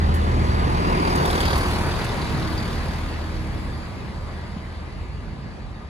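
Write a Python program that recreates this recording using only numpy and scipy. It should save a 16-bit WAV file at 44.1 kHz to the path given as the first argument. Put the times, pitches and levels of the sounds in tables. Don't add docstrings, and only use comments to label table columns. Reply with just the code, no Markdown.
import sys
import numpy as np
from scipy import signal
from scipy.fft import rfft, irfft, next_fast_len
from scipy.io import wavfile
from scipy.ndimage import uniform_filter1d

SR = 44100
rng = np.random.default_rng(int(sys.argv[2]) if len(sys.argv) > 2 else 0)


def unload_wav(signal):
    wavfile.write(
        sys.argv[1],
        SR,
        np.round(np.clip(np.atleast_2d(signal).T, -1, 1) * 32767).astype(np.int16),
    )


N = 259742
TIME = np.arange(N) / SR
FREQS = np.fft.rfftfreq(1024, 1 / SR)
FRAMES = np.arange(N // 256 + 5) * 256 / SR


def amp(db):
    return 10 ** (np.asarray(db) / 20)


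def unit(x):
    return x / np.sqrt(np.mean(x ** 2) + 1e-20)


def along(rows, t=TIME):
    return np.interp(t, *np.transpose(rows))


def across(rows, hz=FREQS):
    f, value = np.transpose(rows)
    return np.interp(np.log(hz + 1), np.log(f), value)


def add(mix, s, sound):
    part = mix[max(round(s * SR), 0):][:len(sound)]
    part += sound[:len(part)]


def sweep(change, t=TIME):
    before, after, middle, half = change
    return before + (after - before) * (1 + np.tanh((t - middle) / half)) / 2


def passing(rows):
    power = 0
    for s, db, passing_s, coming_db, going_db in rows:
        doublings = np.log2(np.hypot(1, (TIME - s) / passing_s))
        fall_db = doublings * np.where(TIME < s, coming_db, going_db)
        power = power + amp(db - fall_db) ** 2
    return np.sqrt(power)


def drift(rate_hz):
    hz = np.fft.rfftfreq(N, 1 / SR)
    slow = rfft(rng.standard_normal(N)) / (1 + (hz / rate_hz) ** 4)
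    return unit(irfft(slow, N))


def colour(x, spectrum, ripple_db=0):
    hz = np.fft.rfftfreq(N, 1 / SR)
    low_end = np.minimum(hz / spectrum[0][0], 1) ** 3
    high_end = np.minimum(spectrum[-1][0] / (hz + 1), 1) ** 3
    ripple = unit(uniform_filter1d(rng.standard_normal(len(hz)), size=130))
    gain = amp(across(spectrum, hz) + ripple_db * ripple) * low_end * high_end
    return irfft(rfft(x) * gain, N)


# f/Hz, likeness (0-1)
SPREAD_LIKENESS = [(30, 0.66), (100, 0.9), (200, 0.85), (400, 0.58), (600, 0.63), (800, 0), (1100, 0.6),
                   (1400, 0.26), (1750, 0.8), (2500, 0), (4000, 0.58), (5000, 0.56), (6500, 0.42)]
# f/Hz, phase/rad
SPREAD_PHASE = [(100, 0.5), (250, -0.04), (450, 0.3), (750, 1), (1100, -0.6), (1750, -2.1), (2600, -0.55),
                (3500, -0.5), (4300, 1.6), (5000, 3), (6500, 0)]
# f/Hz, level/dB
SPREAD_LEFT_DB = [(100, -2), (220, -1), (450, -1.8), (750, 0), (1100, 4), (1800, 1), (2600, 3), (4000, -1),
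                  (7000, -2.5)]
# before/ms, after/ms, midpoint t/s, half duration/s
BEARING_LEAD_MS = (0.334, -0.049, 1.73, 0.44)


def air(direct, patchy_db):
    shape = (3, len(FRAMES), len(FREQS))
    track, other, engine = rng.standard_normal(shape) + 1j * rng.standard_normal(shape)
    same = across(SPREAD_LIKENESS)
    lean = amp(across(SPREAD_LEFT_DB) / 2) * np.exp(.5j * across(SPREAD_PHASE))
    spread_left = track * lean
    spread_right = (same * track + np.sqrt(1 - same ** 2) * other) / lean
    detour = 1 + 0.94 / (1 + (FREQS / 750) ** 2)
    lead_s = sweep(BEARING_LEAD_MS, FRAMES)[:, None] / 1000
    turn = np.exp(2j * np.pi * FREQS * detour * lead_s)
    spread, straight = np.array([spread_left, spread_right]), np.array([engine, engine * turn])
    z = np.sqrt(1 - direct) * spread + np.sqrt(direct) * straight
    patches = uniform_filter1d(rng.standard_normal(track.shape), size=10, axis=0)
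    patches = unit(uniform_filter1d(patches, size=9, axis=1))
    z = z * amp(patchy_db * patches)
    noise = signal.istft(z, nperseg=1024, noverlap=768, time_axis=1, freq_axis=2)[1]
    return unit(noise[:, :N])


def ringing(modes):
    hz = np.fft.rfftfreq(N, 1 / SR)
    power = sum(amp(db) ** 2 / (1 + ((hz - f) / width) ** 2) ** 2 for f, width, db in modes)
    noise = air(direct=0.19, patchy_db=3.0)
    return unit(irfft(rfft(noise) * np.sqrt(power), N))


def strike(hz, width_hz, t60, rise):
    t = np.arange(SR // 2) / SR
    gain = 1 / (1 + ((np.fft.rfftfreq(len(t), 1 / SR) - hz) / width_hz) ** 4)
    ring = irfft(rfft(rng.standard_normal(len(t))) * gain, len(t))
    fade = amp(-60 * t / t60) * (1 - np.exp(-t / rise))
    return unit(ring * fade) * np.sqrt(np.mean(fade ** 2))


# t/s, f/Hz (turns a second)
CRANK_SPEED = [(0, 39.7), (1.2, 39.5), (1.8, 39.25), (3, 39.15), (5.89, 39.15)]


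def crank_turns():
    turns = np.cumsum(along(CRANK_SPEED)) / SR
    return turns - np.interp(1.4535, TIME, turns)


# multiple of crank speed, relative level/dB
ENGINE_ORDERS = [(1, -6), (1.5, -8), (2, 0.9), (2.5, -13), (3, -10), (3.5, -20.5), (4.5, -22.5), (5, -19)]
# t/s nearest, level/dB there, passing time/s, fall/dB per doubling coming, going
EXHAUST_PASSES = [(.25, -24.5, 0.77, -3, 6.95), (2.85, -35.5, 0.9, 5, 5.7)]
# t/s abreast, passing time/s, f/Hz, level/dB
HUMS = [(0.4, 0.35, 197, -38), (1.05, 0.3, 171.5, -29.5), (1.3, 0.7, 359, -38.5), (1.3, 0.95, 33.7, -31.5),
        (2.5, 0.2, 319, -38), (2.75, 0.25, 231, -38), (3.4, 0.45, 315, -42.5)]
HUM_DOPPLER = 0.014
HUM_FALL_DB = 15
BEAT_CREST_S, BEAT_PERIOD_S, BEAT_SHARE = 0.19, 1.485, 0.27


def wavering_partial(turns):
    waver = amp(.3 * drift(3))
    wander = rng.random() + .012 * drift(2)
    return np.sqrt(2) * waver * np.sin(2 * np.pi * (turns + wander))


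def drone():
    turns = crank_turns()
    exhaust = sum(amp(db) * wavering_partial(order * turns) for order, db in ENGINE_ORDERS)
    beat_turns = (TIME - BEAT_CREST_S) / BEAT_PERIOD_S
    beat = abs(1 + BEAT_SHARE * np.exp(2j * np.pi * beat_turns))
    hums = 0
    for s, passing_s, hz, db in HUMS:
        heard_time = TIME - HUM_DOPPLER * np.hypot(TIME - s, passing_s)
        gain = passing([(s, db, passing_s, HUM_FALL_DB, HUM_FALL_DB)])
        hums = hums + gain * wavering_partial(hz * heard_time)
    return passing(EXHAUST_PASSES) * beat * exhaust + hums


# f/Hz, relative level/dB
RUMBLE_SPECTRUM = [(25, -14), (35, 4.5), (41, 5), (48, -5), (60, 4.5), (78, -3), (100, -0.5), (135, -1),
                   (235, -5.5), (400, -22.5), (1000, -21.5)]
# level/dB before, level/dB after, midpoint t/s, half duration/s
RUMBLE_FADE_DB = (-23.5, -39.5, 3, 2)
RUMBLE_LUMPS_DB, RUMBLE_LUMPS_HZ = 2, 1.46
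# f/Hz, relative level/dB
ROLL_SPECTRUM = [(60, 8), (200, -2), (370, 2), (700, -2.5), (1050, -5), (1400, -9.5), (1750, -5.5),
                 (2200, -8.5), (3100, -15), (4200, -17), (5600, -26), (7500, -26), (9500, -28),
                 (15000, -46)]
# before, after, midpoint t/s, half duration/s
ROLL_DIRECT = (0.47, 0.082, 1.83, 0.21)
# f/Hz, width/Hz, relative level/dB
RAIL_MODES = [(745, 22, -3), (966, 57, -2.5), (1220, 15, 2.5), (1328, 18, -20), (1675, 39, -3.5),
              (1970, 60, -12)]
RAIL_DB = -13
# t/s nearest, level/dB there, passing time/s, fall/dB per doubling coming, going
WHEEL_PASS = [(1.68, -28.5, 0.89, 2.7, 6.41)]


def rolling():
    direct = sweep(ROLL_DIRECT, FRAMES)[:, None]
    rumble = unit(colour(air(direct, patchy_db=0.6), RUMBLE_SPECTRUM))
    rumble_db = sweep(RUMBLE_FADE_DB) + RUMBLE_LUMPS_DB * drift(RUMBLE_LUMPS_HZ)
    wheels = unit(colour(air(direct, patchy_db=2), ROLL_SPECTRUM, ripple_db=1.1))
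    rails = amp(RAIL_DB) * ringing(RAIL_MODES)
    return rumble * amp(rumble_db) + (wheels + rails) * passing(WHEEL_PASS)


# f/Hz, relative level/dB
FAN_SPECTRUM = [(80, -36), (170, 0.5), (360, 5.5), (620, -3), (980, 3.5), (1400, -4), (1800, -14),
                (2400, -21), (3100, -30), (4200, -28), (5800, -33.5), (15000, -45)]
# t/s nearest, level/dB there, passing time/s, fall/dB per doubling coming, going
FAN_PASS = [(1.15, -23, 0.33, 5, 8.8)]
# f/Hz, relative level/dB
GRILLE_SPECTRUM = [(450, -20), (680, -3), (800, -2), (980, -1), (1150, 2), (1400, -18)]
# t/s nearest, level/dB there, passing time/s, fall/dB per doubling coming, going
GRILLE_PASS = [(1.3, -28.5, 0.08, 11, 11)]


def fan():
    throb = 1 + 0.32 * np.cos(2 * np.pi * (crank_turns() - .25))
    roar = unit(colour(air(direct=0.94, patchy_db=0.0), FAN_SPECTRUM, ripple_db=0.85))
    surge = unit(colour(air(direct=0.59, patchy_db=3), GRILLE_SPECTRUM, ripple_db=6.0))
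    return (roar * passing(FAN_PASS) + surge * passing(GRILLE_PASS)) * throb


# t/s, level/dB, time/s to fall 60 dB
SPITS = [(0.139, -37, 0.16), (1.155, -29, 0.07), (1.255, -28, 0.047), (1.306, -30.5, 0.049),
         (1.406, -30, 0.058), (1.558, -37, 0.072), (1.577, -31, 0.07), (2.042, -32, 0.066)]
# f/Hz, relative level/dB
SPIT_SPECTRUM = [(2000, -28), (5000, -6), (7000, -7), (9500, -2), (12000, -8), (15500, -8)]
# t/s, level/dB, f/Hz, time/s to fall 60 dB
THUMPS = [(1.172, -18, 156, 0.4), (2.344, -20, 133, 0.26), (2.605, -17, 127, 0.14)]


def running_gear():
    spits, thumps, t = np.zeros(N), np.zeros(N), np.arange(SR // 3) / SR
    for s, db, t60 in SPITS:
        add(spits, s, amp(db - 60 * t / t60) * (1 - np.exp(-t / 0.0022)))
    for s, db, hz, t60 in THUMPS:
        add(thumps, s, amp(db) * strike(hz, width_hz=0.22 * hz, t60=t60, rise=0.0057))
    grit = unit(amp(2.5 * drift(700)))
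    noise = unit(colour(air(direct=0.28, patchy_db=3.0), SPIT_SPECTRUM))
    return spits * grit * noise + thumps


# f/Hz, relative level/dB
CHURN_SPECTRUM = [(85, -8), (130, 0), (175, -2.5), (225, -2), (280, -12), (400, -12), (700, -24)]
# t/s nearest, level/dB there, passing time/s, fall/dB per doubling coming, going
CHURN_PASSES = [(0.22, -26.5, 0.09, 14, 14), (0.95, -30, 0.14, 14, 12), (2.31, -27, 0.12, 12, 18),
                (2.64, -29.5, 0.07, 18, 12)]


def slipstream():
    churn = unit(colour(air(direct=0.5, patchy_db=3), CHURN_SPECTRUM))
    return passing(CHURN_PASSES) * churn


RATTLE_PER_S, RATTLE_SPAN = 1000, 1.4


def rattle(hz, t60):
    t = np.arange(SR // 2) / SR
    clicks = (rng.random(len(t)) < RATTLE_PER_S / SR) * rng.uniform(-0.39, 1, len(t))
    clicks[0] = 1
    band = (hz / RATTLE_SPAN, hz * RATTLE_SPAN)
    tick = signal.butter(2, band, "bandpass", fs=SR, output="sos")
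    run = signal.sosfilt(tick, clicks * amp(-60 * t / t60))
    return run / abs(run).max()


# t/s, reference level/dB, ring f/Hz, ring width/Hz, time/s to fall 60 dB
KNOCKS = [(0.857, -19, 1000, 550, 0.022), (1.031, -23, 2200, 300, 0.066), (1.076, -33, 5080, 220, 0.093),
          (1.100, -25, 5070, 200, .11), (1.128, -32, 5000, 120, .09), (1.153, -30, 4710, 130, .11),
          (1.3025, -17, 3460, 250, 0.045), (1.328, -29, 4410, 250, .09), (1.354, -29, 6400, 400, .06),
          (1.378, -26, 4050, 650, .06), (1.405, -29, 3960, 800, 0.06), (1.431, -27, 3800, 500, .06),
          (1.453, -17, 3880, 850, 0.065), (1.4795, -21, 4160, 600, .085), (1.504, -19, 3900, 500, 0.065),
          (1.531, -19, 3700, 550, 0.049), (1.609, -27, 4370, 180, 0.1), (1.764, -29, 1900, 450, 0.036),
          (1.914, -24, 3530, 150, 0.054), (1.987, -31, 4610, 220, .08), (2.016, -32, 4700, 120, 0.074),
          (2.088, -35, 4500, 180, .06), (2.167, -35, 4690, 150, 0.066), (2.191, -37, 4380, 120, .07),
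          (2.216, -26, 4140, 550, .09), (2.345, -31, 4050, 300, 0.07), (2.425, -28, 4040, 300, .08),
          (2.578, -28, 4620, 200, 0.15), (2.678, -36, 3600, 200, .06), (2.729, -28, 3750, 500, .06)]
KNOCK_RING_DB, RATTLE_DB = -11, -5
KNOCK_RIGHT_DB = -1


def knocks():
    left, right = np.zeros((2, N))
    for s, db, hz, width_hz, t60 in KNOCKS:
        ring = amp(db + KNOCK_RING_DB) * strike(hz, width_hz=width_hz, t60=t60, rise=0.00059)
        knock = ring + amp(db + RATTLE_DB) * rattle(hz, t60)
        add(left, s + sweep(BEARING_LEAD_MS, s) / 1000, knock)
        add(right, s, amp(KNOCK_RIGHT_DB) * knock)
    return np.array([left, right])


# f/Hz, width/Hz, relative level/dB
WHEEL_MODES = [(2100, 300, 4.5), (2620, 290, 3)]
# t/s nearest, level/dB there, passing time/s, fall/dB per doubling coming, going
BOGIE_PASS = [(.9, -37, 0.23, 14, 11)]


def near_bogie():
    return passing(BOGIE_PASS) * ringing(WHEEL_MODES)


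# f/Hz, relative level/dB
CLATTER_SPECTRUM = [(300, 0), (900, 2), (2000, -1.5), (3000, -9), (4600, -10), (5600, -12.5), (7300, -22),
                    (9400, -13.5), (11500, -18.5), (15000, -23.5)]
# f/Hz, width/Hz, relative level/dB
BLOCK = [(3520, 430, 3), (4530, 250, -3.5), (6350, 200, -5.5), (10100, 3500, -14.5)]
# t/s nearest, level/dB there, passing time/s, fall/dB per doubling coming, going
HISS_PASSES = [(1.45, -29, 0.37, 14.4, 7.7), (2.6, -40, 0.39, 13, 9.3)]
# t/s nearest, level/dB there, passing time/s, fall/dB per doubling coming, going
BLOCK_PASSES = [(1.47, -37, 0.092, 4.1, 11), (2.25, -48, 0.81, 23, 13.4)]
# t/s nearest, level/dB there, passing time/s, fall/dB per doubling coming, going
RING_PASSES = [(1.0, -48, 0.2, 22, 16), (2.15, -51, 0.48, 18, 13)]
# f/Hz before, f/Hz after, midpoint t/s, half duration/s
RING_GLIDE_HZ = (4950, 3700, 1.3, 0.23)
# f/Hz before, f/Hz after, midpoint t/s, half duration/s
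RING_SCATTER_HZ = (99, 230, 1.9, 0.264)


def clatter():
    turns = crank_turns()
    turn = np.floor(turns - turns[0] // 1).astype(int)
    phase = turns % 1
    uneven_db = 1.5 * rng.standard_normal(turn[-1] + 1)[turn]
    alternate_db = .8 * np.cos(np.pi * np.floor(turns))
    strength = amp(uneven_db + alternate_db)
    burst = unit(strength * np.exp(-phase / .36) * (1 - np.exp(-phase / .07)))
    firing = np.exp(-(3 * turns % 1) / 0.37)
    hiss = unit(colour(air(direct=0.23, patchy_db=2.5), CLATTER_SPECTRUM, ripple_db=2.06))
    hiss *= passing(HISS_PASSES) * unit(1 + 0.3 * burst + 0.15 * firing)
    left_right = amp([[-1.0], [1.0]])
    block = passing(BLOCK_PASSES) * ringing(BLOCK) * left_right
    spread = np.sqrt(3) * rng.uniform(-1, 1, turn[-1] + 1)[turn]
    ring_hz = sweep(RING_GLIDE_HZ) + sweep(RING_SCATTER_HZ) * spread
    angle = 2 * np.pi * np.cumsum(ring_hz) / SR
    ring = np.array([drift(230) * np.cos(angle) + drift(230) * np.sin(angle) for _ in range(2)])
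    return hiss + burst * (block + passing(RING_PASSES) * ring)


# t/s, level/dB, starting f/Hz, time/s to fall 60 dB
BUFFETS = [(1.547, -8, 73, 0.12), (4.563, -15, 220, 0.051), (5.009, -5, 90, 0.039), (5.268, -20, 219, 0.03)]
BUFFET_SAG = 1


def buffets():
    out, t = np.zeros(N), np.arange(SR // 4) / SR
    for s, db, hz, t60 in BUFFETS:
        sinking_hz = hz * np.exp(-BUFFET_SAG * np.minimum(t / t60, 1))
        turns = np.cumsum(sinking_hz) / SR
        rise = 1 - np.exp(-(t * hz / 0.68) ** 2)
        add(out, s, amp(db - 60 * t / t60) * rise * np.sin(2 * np.pi * turns))
    return out


# t/s strongest, half duration/s, level/dB
GUSTS = [(2.996, 0.16, -31.5), (3.555, 0.16, -39), (5.3, 0.57, -33)]
# f/Hz, relative level/dB
WAKE_SPECTRUM = [(30, -12), (40, -1), (60, -5), (80, -12), (130, -13), (200, -18)]


def wake():
    gust = sum(amp(db) * np.exp(-((TIME - s) / half_s) ** 2) for s, half_s, db in GUSTS)
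    return gust * unit(colour(air(direct=0.4, patchy_db=2.0), WAKE_SPECTRUM))


AIR_LOSS_DB_PER_S, AIR_LOSS_HZ, RECEDING_S = 2, 11000, 3.5


def recede(x):
    hz, t, z = signal.stft(x, SR, nperseg=512)
    travel_s = np.maximum(t - RECEDING_S, 0)
    loss_db = AIR_LOSS_DB_PER_S * travel_s * (hz[:, None] / AIR_LOSS_HZ) ** 2
    return signal.istft(z * amp(-loss_db), SR, nperseg=512)[1][:, :N]


def scene():
    train = drone() + rolling() + fan() + running_gear()
    train = train + slipstream() + knocks() + near_bogie() + clatter()
    return recede(train) + buffets() + wake()


# f/Hz, width/Hz, level/dB
PORTS = [(4704, 250, 7), (9600, 860, 0)]
TREBLE_LEAD = 13
EDGE_HZ = 15700


def record(dry):
    size = next_fast_len(N + SR, real=True)
    hz = np.fft.rfftfreq(size, 1 / SR)
    port_db = sum(db / (1 + ((hz - f) / width) ** 2) for f, width, db in PORTS)
    left, right = rfft(dry, size) * amp(port_db)
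    blend = np.pi / 2 * np.clip((hz - 7300) / 1600, 0, 1)
    early_left = left * np.exp(2j * np.pi * hz * TREBLE_LEAD / SR)
    right = np.cos(blend) * right + np.sin(blend) * early_left
    low_cut = 1 - 1 / (1 + (hz / 29) ** 12)
    band = np.clip((EDGE_HZ - hz) / 200 + .5, 0, 1)
    return irfft(np.array([left, right]) * low_cut * band, size)[:, :N]


dry = scene()
out = record(dry)
unload_wav(out)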